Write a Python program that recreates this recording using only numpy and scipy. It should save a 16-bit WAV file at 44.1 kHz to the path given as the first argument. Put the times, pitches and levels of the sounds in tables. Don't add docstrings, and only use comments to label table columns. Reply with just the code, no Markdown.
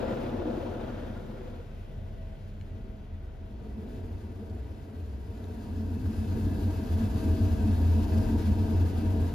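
import sys
import numpy as np
from scipy import signal
from scipy.io import wavfile
from scipy.ndimage import uniform_filter1d

SR = 44100
rng = np.random.default_rng(int(sys.argv[2]) if len(sys.argv) > 2 else 0)


def store_wav(level_fs):
    pcm = np.round(np.clip(np.atleast_2d(level_fs), -1, 1) * 32767)
    wavfile.write(sys.argv[1], SR, pcm.T.astype(np.int16))


N = 411894

# f/Hz, coherence/0-1, right lead/half-turns, left minus right/dB
PORTS = [(60, .97, 0, .5), (140, .9, -.03, 1.5), (215, .95, -.06, .2), (320, .95, -.08, 1.4),
         (385, .7, 0, 1), (460, .78, 0, 3.3), (560, .15, -.1, 4.5), (800, .35, .7, 2.5), (860, .1, .4, 2.5),
         (935, .6, -.1, 2), (1010, .08, 0, 3), (1350, .1, .1, -.5), (1700, .3, .3, 1.5),
         (1950, .58, .06, 2.5), (2600, .6, -.3, 3.5), (3200, .45, -.4, 3), (4900, .65, -.2, 3.6),
         (5500, .4, .22, 3), (6900, .58, .45, 1.5), (7500, .83, .86, .4), (8300, 1, 1, 0), (9000, 1, 1, 0),
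         (9700, .8, 1.2, 0), (11500, .75, 1.56, 0), (12500, .82, 1.8, 0), (13200, 1, 2, 0)]
# t/s, level/dB
SWISH_LEVEL = [(0, -64), (.4, -66), (.9, -66.5), (1.9, -72), (2.6, -72.5), (3.3, -76), (3.75, -71.5),
               (3.95, -66.5), (4.1, -68.5), (5.04, -69.5), (5.5, -65), (6.35, -57), (7.28, -55),
               (8.35, -54.5), (9.34, -57)]
# t/s, level/dB
CORNER_CONTACT = [(2.5, -56.5), (2.85, -52), (3.2, -55), (3.5, -50), (3.58, -47), (3.8, -43), (4.1, -44),
                  (4.37, -44), (4.44, -45), (4.6, -45.5), (5.3, -46), (5.45, -42.5), (5.8, -45)]
# t/s, level/dB
REAR_CONTACT = [(5.5, -49.5), (5.8, -39.5), (6.3, -36.5), (6.9, -35), (7.3, -32.5), (8.0, -32.5),
                (8.28, -30.5), (8.42, -34), (8.7, -32.5), (8.82, -35), (9.0, -36), (9.2, -35),
                (9.34, -38.5)]
# f/Hz, width/Hz, lift/dB
TAILGATE_MODES = [(215.3, 43, 5.8), (371.4, 15, 7.6), (438.2, 26, 8.3), (705, 83, 7.1), (807, 130, 4.4),
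                  (940.5, 29.5, 10.5)]


def gain_of(db):
    return 10 ** (np.asarray(db) / 20)


def pan(left_db):
    return gain_of([[left_db / 2], [-left_db / 2]])


def unit_rms(x):
    return x / np.sqrt(np.mean(x ** 2) + 1e-20)


def over_frequency(rows, hz):
    row_hz, *columns = np.transpose(rows)
    return [np.interp(np.log(hz + 1), np.log(row_hz + 1), c) for c in columns]


def over_time(rows):
    row_s, *columns = np.transpose(rows)
    t = np.arange(N) / SR
    since_start_s = t - row_s[0] + (row_s[0] < .02)
    until_end_s = row_s[-1] - t + (row_s[-1] > t[-1] - .02)
    gate = np.clip(np.minimum(since_start_s, until_end_s) * 20, 0, 1)
    return [gate] + [np.interp(t, row_s, c) for c in columns]


def wander(span_s):
    steps = np.arange(0, N + 32, 32)
    width = max(int(span_s * SR / 32), 2)
    slow = uniform_filter1d(uniform_filter1d(rng.standard_normal(len(steps)), width), width)
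    return np.interp(np.arange(N), steps, unit_rms(slow))


def cabin_noise(spectrum, modes, fft_size, patchy_db, count=N, ports=PORTS):
    frames = 4 * count // fft_size + 5
    hz = np.fft.rfftfreq(fft_size, 1 / SR)
    left_re, left_im, other_re, other_im, patches = rng.standard_normal((frames, len(hz), 5)).T
    patches = unit_rms(uniform_filter1d(uniform_filter1d(patches, fft_size // 64, 0), 6, 1))
    modes_db = sum(db / (1 + (2 * (hz - f) / width) ** 2) for f, width, db in modes)
    octaves_above = np.log2(np.maximum(hz / spectrum[-1][0], 1))
    octaves_below = np.log2(np.maximum(spectrum[0][0] / (hz + 1), 1))
    shape_db = over_frequency(spectrum, hz)[0] - 12 * octaves_above - 18 * octaves_below + modes_db
    coherence, lead, left_db = (c[:, None] for c in over_frequency(ports, hz))
    left = left_re + 1j * left_im
    unshared = np.sqrt(1 - np.clip(coherence, 0, 1) ** 2) * (other_re + 1j * other_im)
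    right = np.exp(1j * np.pi * lead) * (coherence * left + unshared)
    bins = np.array([left * gain_of(left_db / 2), right / gain_of(left_db / 2)])
    bins *= gain_of(shape_db[:, None] + patchy_db * patches)
    _, noise = signal.istft(bins, nperseg=fft_size, noverlap=3 * fft_size // 4)
    return unit_rms(noise[:, :count])


def tone(rows, waver_hz, span_s, left_db):
    gate, hz, level_db = over_time(rows)
    phase = 2 * np.pi * np.cumsum(hz + waver_hz * wander(span_s)) / SR
    return gate * gain_of(level_db) * np.sqrt(2) * np.sin([phase, phase + 0.31]) * pan(left_db)


def brush(contact, spectrum, modes, flutter_db, left_db, ports=PORTS):
    gate, contact_db = over_time(contact)
    touching = gate > 0
    panels = np.zeros((2, N))
    panels[:, touching] = cabin_noise(spectrum, modes, fft_size=8192, patchy_db=1.02,
                                      count=touching.sum(), ports=ports)
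    return gate * gain_of(contact_db + 2 + flutter_db * wander(0.012)) * panels * pan(left_db)


def slaps(rows, mode_hz, waver_hz, left_db, sharpness, bed_db):
    out = np.zeros((2, N + SR))
    drift_turns = rng.random() + np.cumsum(waver_hz * wander(0.0248)) / SR
    for centre_s, length_s, hz, db in rows:
        t = np.arange(0, length_s, 1 / SR)
        start = round((centre_s - length_s / 2) * SR)
        span = slice(start, start + len(t))
        phase = 2 * np.pi * (hz * (t - length_s / 2) + mode_hz * centre_s + drift_turns[span])
        swell = np.sin(np.pi * t / length_s) ** sharpness
        out[:, span] += gain_of(db) * np.sqrt(2) * swell * np.sin([phase, phase + 0.23])
    phase = 2 * np.pi * (mode_hz * np.arange(N) / SR + drift_turns)
    bed = gain_of(bed_db) * np.sin([phase, phase + 0.22])
    return (out[:, :N] + bed) * pan(left_db)


def ringing(rows, hz, width_hz, offset_db):
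    gate, level_db = over_time(rows)
    drift = wander(.5 / width_hz) + 1j * wander(.5 / width_hz)
    mode = drift * np.exp(2j * np.pi * hz * np.arange(N) / SR)
    return gate * gain_of(level_db + offset_db) * np.real([mode, mode * np.exp(.22j)])


def bay_hum():
    level = [(0, -46), (1.7, -42), (3, -44), (5.5, -45.5), (9.34, -38)]  # t/s, level/dB
    spectrum = [(18, -25), (28, -10), (38, -10), (50, -5.5), (64, -5.5), (75, -9), (105, -6), (130, -8),
                (165, -15.5), (300, -22), (650, -24), (1100, -37), (1500, -39), (2200, -40.5),
                (3300, -41.5), (4500, -50.5)]
    gantry_modes = [(85.6, 33, 6.1), (211, 17.6, 11.7), (397, 27, 4.8), (1497, 150, 7.5), (1946, 29, 9)]  # f/Hz, width/Hz, lift/dB
    hum = cabin_noise(spectrum, gantry_modes, fft_size=8192, patchy_db=0.85)
    return gain_of(over_time(level)[1]) * hum


def engine_idle():
    firing = [(0, 33.55, -45), (1.3, 33.5, -44), (2.6, 33.65, -44.5), (3.46, 33.8, -45.5), (3.6, 33.8, -67),
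              (3.7, 33.4, -56), (4.1, 34.1, -49), (4.2, 33.9, -62)]
    return tone(firing, waver_hz=0.35, span_s=0.19, left_db=-1)


def motor_whine():
    whine = [(1.86, 649.4, -67), (2.05, 649, -66), (2.2, 649, -61.5), (2.32, 650, -59), (2.43, 649, -66),
             (2.5, 659, -66), (2.58, 650, -76), (2.67, 651, -74), (2.73, 647, -63.5), (2.95, 652, -63),
             (3.02, 648, -70), (3.2, 651, -68), (3.36, 647, -71), (3.42, 652, -64), (3.6, 649, -69),
             (3.8, 647, -68), (4.0, 651, -59.5), (4.2, 655, -74), (4.52, 647, -59), (4.62, 644, -69),
             (4.8, 660, -63), (5.0, 643, -73), (5.44, 637, -66), (6.3, 645, -63.5), (6.55, 645, -58.5),
             (6.96, 644, -56.5), (7.15, 640, -60), (7.27, 643, -50), (7.42, 643, -50), (7.62, 641, -54.5),
             (7.78, 642.5, -60), (7.95, 641, -55), (8.06, 640, -59), (8.14, 638, -49), (8.27, 638, -49.5),
             (8.43, 642, -61), (8.55, 641, -55.5), (8.75, 643, -54), (8.87, 645, -64.5), (9.15, 639, -49.5),
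             (9.34, 654, -68)]
    return tone(whine, waver_hz=2, span_s=0.0451, left_db=11) * gain_of(1.2 * wander(0.03))


def drops():
    ticks = [(2.6112, -55, 4100, .02, 1.3), (4.498, -54, 4500, 0.008, 0.44), (5.376, -60, 4030, 0.04, .2),
             (5.442, -46, 3770, .009, 0.1)]
    out = np.zeros(N)
    t = np.arange(1200) / SR
    attack = 1 - np.exp(-t / 0.00023)
    splashes = 0.45 * uniform_filter1d(rng.standard_normal((len(ticks), len(t))), 4, axis=1)
    for (start_s, db, hz, t60_s, low_gain), splash in zip(ticks, splashes):
        modes = [(.42, low_gain), (.55, low_gain), (.71, low_gain), (1, 1), (1.7, .4)]
        ring = sum(gain * np.sin(2 * np.pi * ratio * hz * t) for ratio, gain in modes)
        start = round(start_s * SR)
        out[start:start + len(t)] += gain_of(db - 60 * t / t60_s) * attack * (ring + splash)
    return out * pan(left_db=5)


def whistles():
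    lines = [(2624, -19, 12), (2880, -22, 10), (4820, -20.5, 18), (1590, -14, 40), (1695, -18, 15)]  # f/Hz, level re swish/dB, waver/Hz
    out = np.zeros((2, N))
    for hz, offset_db, waver_hz in lines:
        rows = [(s, hz, db + offset_db) for s, db in SWISH_LEVEL if s > 3.7]
        out += tone(rows, waver_hz, span_s=0.02246, left_db=7) * gain_of(3.4 * wander(0.038))
    return out


def swish():
    spectrum = [(700, 2), (1300, 2.5), (1720, 5), (1850, -3.5), (3500, -2), (5390, -4.5), (5460, -10),
                (6000, -7), (9000, -4.5), (12500, -11), (14000, -12), (15200, -23)]
    glass_modes = [(1100, 21, 2.6), (1218, 35, 7.7), (1544, 120, 3.5), (1966, 33, 8.8), (2610, 87, 6.5),
                   (4380, 95, 3.4), (5440, 68, 3.1)]
    level_db = over_time(SWISH_LEVEL)[1] + 3.24 + 1.04 * wander(0.016) + 0.49 * wander(0.067)
    return gain_of(level_db) * cabin_noise(spectrum, glass_modes, fft_size=2048, patchy_db=0.8)


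def side_brush():
    contact = [(0, -33), (.11, -32.5), (.2, -34.5), (.33, -35), (.39, -37.5), (.5, -35.5), (.58, -36.5),
               (.68, -38), (1., -40), (1.28, -46), (1.38, -44.5), (1.61, -49), (1.65, -59), (1.9, -61)]
    spectrum = [(40, -15), (90, 4.5), (130, 0.5), (170, -12), (200, -4), (280, -6.5), (380, -0.5),
                (435, -7), (480, -5), (720, -5), (760, -13), (1500, -19), (2100, -26), (3500, -28.5),
                (4600, -36.5)]
    door_modes = [(215, 12.3, 12), (241.5, 15, 13), (306, 69, 5.5), (497, 51, 6.5), (852, 39, 7.5),
                  (960, 19, 6), (1410, 120, 4)]
    ports = [(60, .95, -0.04, 3), (195, 0.9, .04, .5), (310, .88, -0.13, 3), (400, .42, -.35, 6.5),
             (450, .45, .05, 7.5), (540, 0.55, -.2, 6.5), (656, .08, 0, 5.5), (790, 0.22, -0.031, 0),
             (950, 0.35, 0, 5), (1200, .15, 0.33, -1.5), (1450, .25, 0, -1), (1650, .62, .1, 1),
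             (2000, 0.37, .1, 2.5), (2400, .7, -.15, 4), (3200, .55, -0.48, 3)] + PORTS[16:]
    return brush(contact, spectrum, door_modes, flutter_db=0.94, left_db=0, ports=ports)


def corner_brushes():
    spectrum = [(18, -22), (35, -1), (65, 2.5), (110, -5.5), (140, -23), (165, -29), (190, -7), (300, -6.5),
                (340, -14.5), (440, -14.5), (520, -19.5), (700, -25), (1000, -30.5), (2000, -40.5)]
    return brush(CORNER_CONTACT, spectrum, TAILGATE_MODES, flutter_db=1.3, left_db=-0.5)


def rear_brushes():
    spectrum = [(18, -23), (30, -3), (45, -0.5), (55, 3), (66, 0), (88, -14.5), (110, 1.5), (122, -9),
                (140, -13), (157, -14), (169, -10), (181, -9.5), (230, -7), (255, -5.5), (280, -4.5),
                (312, -5.5), (340, -17.5), (480, -17.5), (560, -26.5), (1000, -29.5), (1150, -39.5),
                (2200, -59)]
    shelf = [(5.5, -1), (6.3, -1.5), (7.2, 0.6), (8, -1), (8.7, 0.3), (9.0, 2.5), (9.34, 6)]  # t/s, gain above shelf_hz/dB
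    shelf_hz = 520
    drumming = brush(REAR_CONTACT, spectrum, TAILGATE_MODES, flutter_db=1, left_db=0.1)
    upper = signal.sosfiltfilt(signal.butter(2, shelf_hz, "high", fs=SR, output="sos"), drumming)
    return drumming + (gain_of(over_time(shelf)[1]) - 1) * upper


def panel_knocks():
    knocks = [(.06, 0.032, 510, -40), (.115, 0.044, 533, -34.5), (.125, 0.036, 212, -36),
              (.165, .03, 503, -40), (.245, 0.044, 380, -38), (.345, .04, 250, -35), (.41, 0.034, 340, -33),
              (.47, 0.079, 311, -34), (.582, .03, 328, -35), (.635, .03, 540, -39), (.768, 0.026, 306, -37),
              (1.17, 0.03, 1415, -52), (1.355, 0.029, 504, -43.5), (1.4, .04, 388, -46.5),
              (1.48, 0.024, 520, -41.5), (1.605, 0.037, 480, -46), (2.86, 0.075, 385, -52),
              (3.62, 0.049, 435, -51), (3.785, 0.054, 212, -39), (3.85, 0.056, 216, -40),
              (3.96, 0.046, 224.2, -46), (3.985, 0.044, 438, -46), (4.05, .04, 450, -47),
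              (4.43, 0.027, 450, -45), (4.42, 0.049, 220, -42), (4.545, .04, 362, -50.5),
              (4.945, 0.04, 252, -43), (5.08, .04, 442, -52), (5.42, 0.045, 430, -63),
              (5.559, 0.13, 219, -48.5), (5.825, 0.15, 224, -37), (6.094, 0.072, 214, -37.5),
              (6.226, 0.094, 220, -34), (6.369, 0.15, 225, -34.5), (6.662, 0.058, 221, -34),
              (6.855, 0.062, 224, -36), (7.023, 0.068, 221, -31), (7.264, 0.066, 221, -34),
              (7.425, 0.046, 221, -34), (7.624, 0.0592, 214, -35), (7.694, 0.089, 216, -27),
              (7.98, 0.07, 222.6, -32), (8.11, 0.044, 223, -38), (8.184, 0.11, 217, -29.5),
              (8.33, 0.072, 221.4, -32.5), (8.493, 0.09, 213, -28.5), (8.62, 0.11, 221.5, -32.5),
              (8.717, 0.064, 223.6, -31), (9.011, 0.17, 224, -37), (9.18, 0.07, 216.3, -37.5)]
    skin_hz = 222
    gate, contact_db = over_time(REAR_CONTACT)
    bed_db = np.where(gate > 0, contact_db, -120) - 11.5 + 2.7 * wander(.04)
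    struck = slaps(knocks, skin_hz, waver_hz=4.53, left_db=0, sharpness=1.54, bed_db=bed_db)
    skin = ringing(REAR_CONTACT, skin_hz, width_hz=22.9, offset_db=-11)
    corner = ringing(CORNER_CONTACT, hz=438, width_hz=28, offset_db=-16)
    return struck + skin + corner


def cabin_boom():
    thumps = [(2.46, 0.13, 93, -42), (2.63, 0.12, 83, -45), (2.72, 0.08, 91, -48),
              (3.146, 0.11, 89.5, -38.5), (3.278, 0.19, 62, -43.5), (3.596, 0.11, 84.9, -56),
              (3.716, 0.42, 64.5, -44), (3.801, 0.12, 85.2, -42), (4.022, 0.24, 91.7, -40.5),
              (4.13, 0.097, 87.2, -39), (4.162, 0.28, 64.4, -42), (4.262, 0.15, 83, -41),
              (4.386, 0.15, 91, -45), (4.534, 0.07, 87.8, -36), (4.612, 0.34, 67, -40),
              (4.638, 0.09, 90.2, -40), (4.736, 0.12, 90, -41), (4.843, 0.12, 88.4, -49),
              (5.038, 0.32, 85.8, -39), (5.146, 0.37, 68.5, -37.5), (5.179, 0.08, 84.7, -56),
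              (5.297, 0.058, 91.9, -38), (5.461, 0.17, 90, -35), (5.485, 0.14, 67, -42),
              (5.792, 0.33, 88.4, -33.5), (5.947, 0.0727, 88.6, -32.5), (6.065, 0.075, 87.4, -28),
              (6.192, 0.085, 83.7, -36), (6.323, 0.15, 91.4, -29.5), (6.474, 0.18, 91.7, -31.5),
              (6.67, 0.12, 91.5, -27), (6.77, 0.06, 90.6, -30), (6.948, 0.12, 88, -25.5),
              (7.055, 0.081, 91.3, -27), (7.162, 0.1114, 86.3, -30.5), (7.306, 0.14, 87, -23.5),
              (7.445, 0.11, 86.8, -24), (7.529, 0.064, 83, -25), (7.641, 0.15, 86, -25),
              (7.733, 0.073, 87.7, -24), (7.909, 0.47, 83.2, -22.5), (8.181, 0.18, 89.5, -26.5),
              (8.354, 0.1, 88.2, -25.5), (8.497, 0.16, 84.7, -23.5), (8.621, 0.076, 92.8, -26),
              (8.812, 0.32, 86.3, -25.5), (8.966, 0.1, 85.6, -29), (9.086, 0.11, 88.6, -26.5),
              (9.198, 0.23, 85.4, -27)]
    sustain = [(0, -67), (2, -51), (3.5, -50), (5.5, -48.5), (6.3, -29.5), (7.3, -36.5), (8.8, -33),
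               (9.34, -40)]
    cabin_hz = 87.65
    bed_db = over_time(sustain)[1] - 5 + 2 * wander(0.037)
    struck = slaps(thumps, cabin_hz, waver_hz=2.32, left_db=0.6, sharpness=1.12, bed_db=bed_db)
    return struck + ringing(sustain, cabin_hz, width_hz=10, offset_db=-6)


def scene():
    bay = bay_hum()
    brushes = side_brush() + corner_brushes() + rear_brushes()
    body = cabin_boom() + panel_knocks()
    motors = engine_idle() + motor_whine()
    water = swish() + whistles() + drops()
    return bay + brushes + body + motors + water


def record(dry):
    edge_hz = 15620
    lowpass = signal.firwin(511, edge_hz, window=("kaiser", 9), fs=SR)
    return signal.oaconvolve(dry, lowpass[None], "same")


dry = scene()
out = record(dry)
store_wav(out)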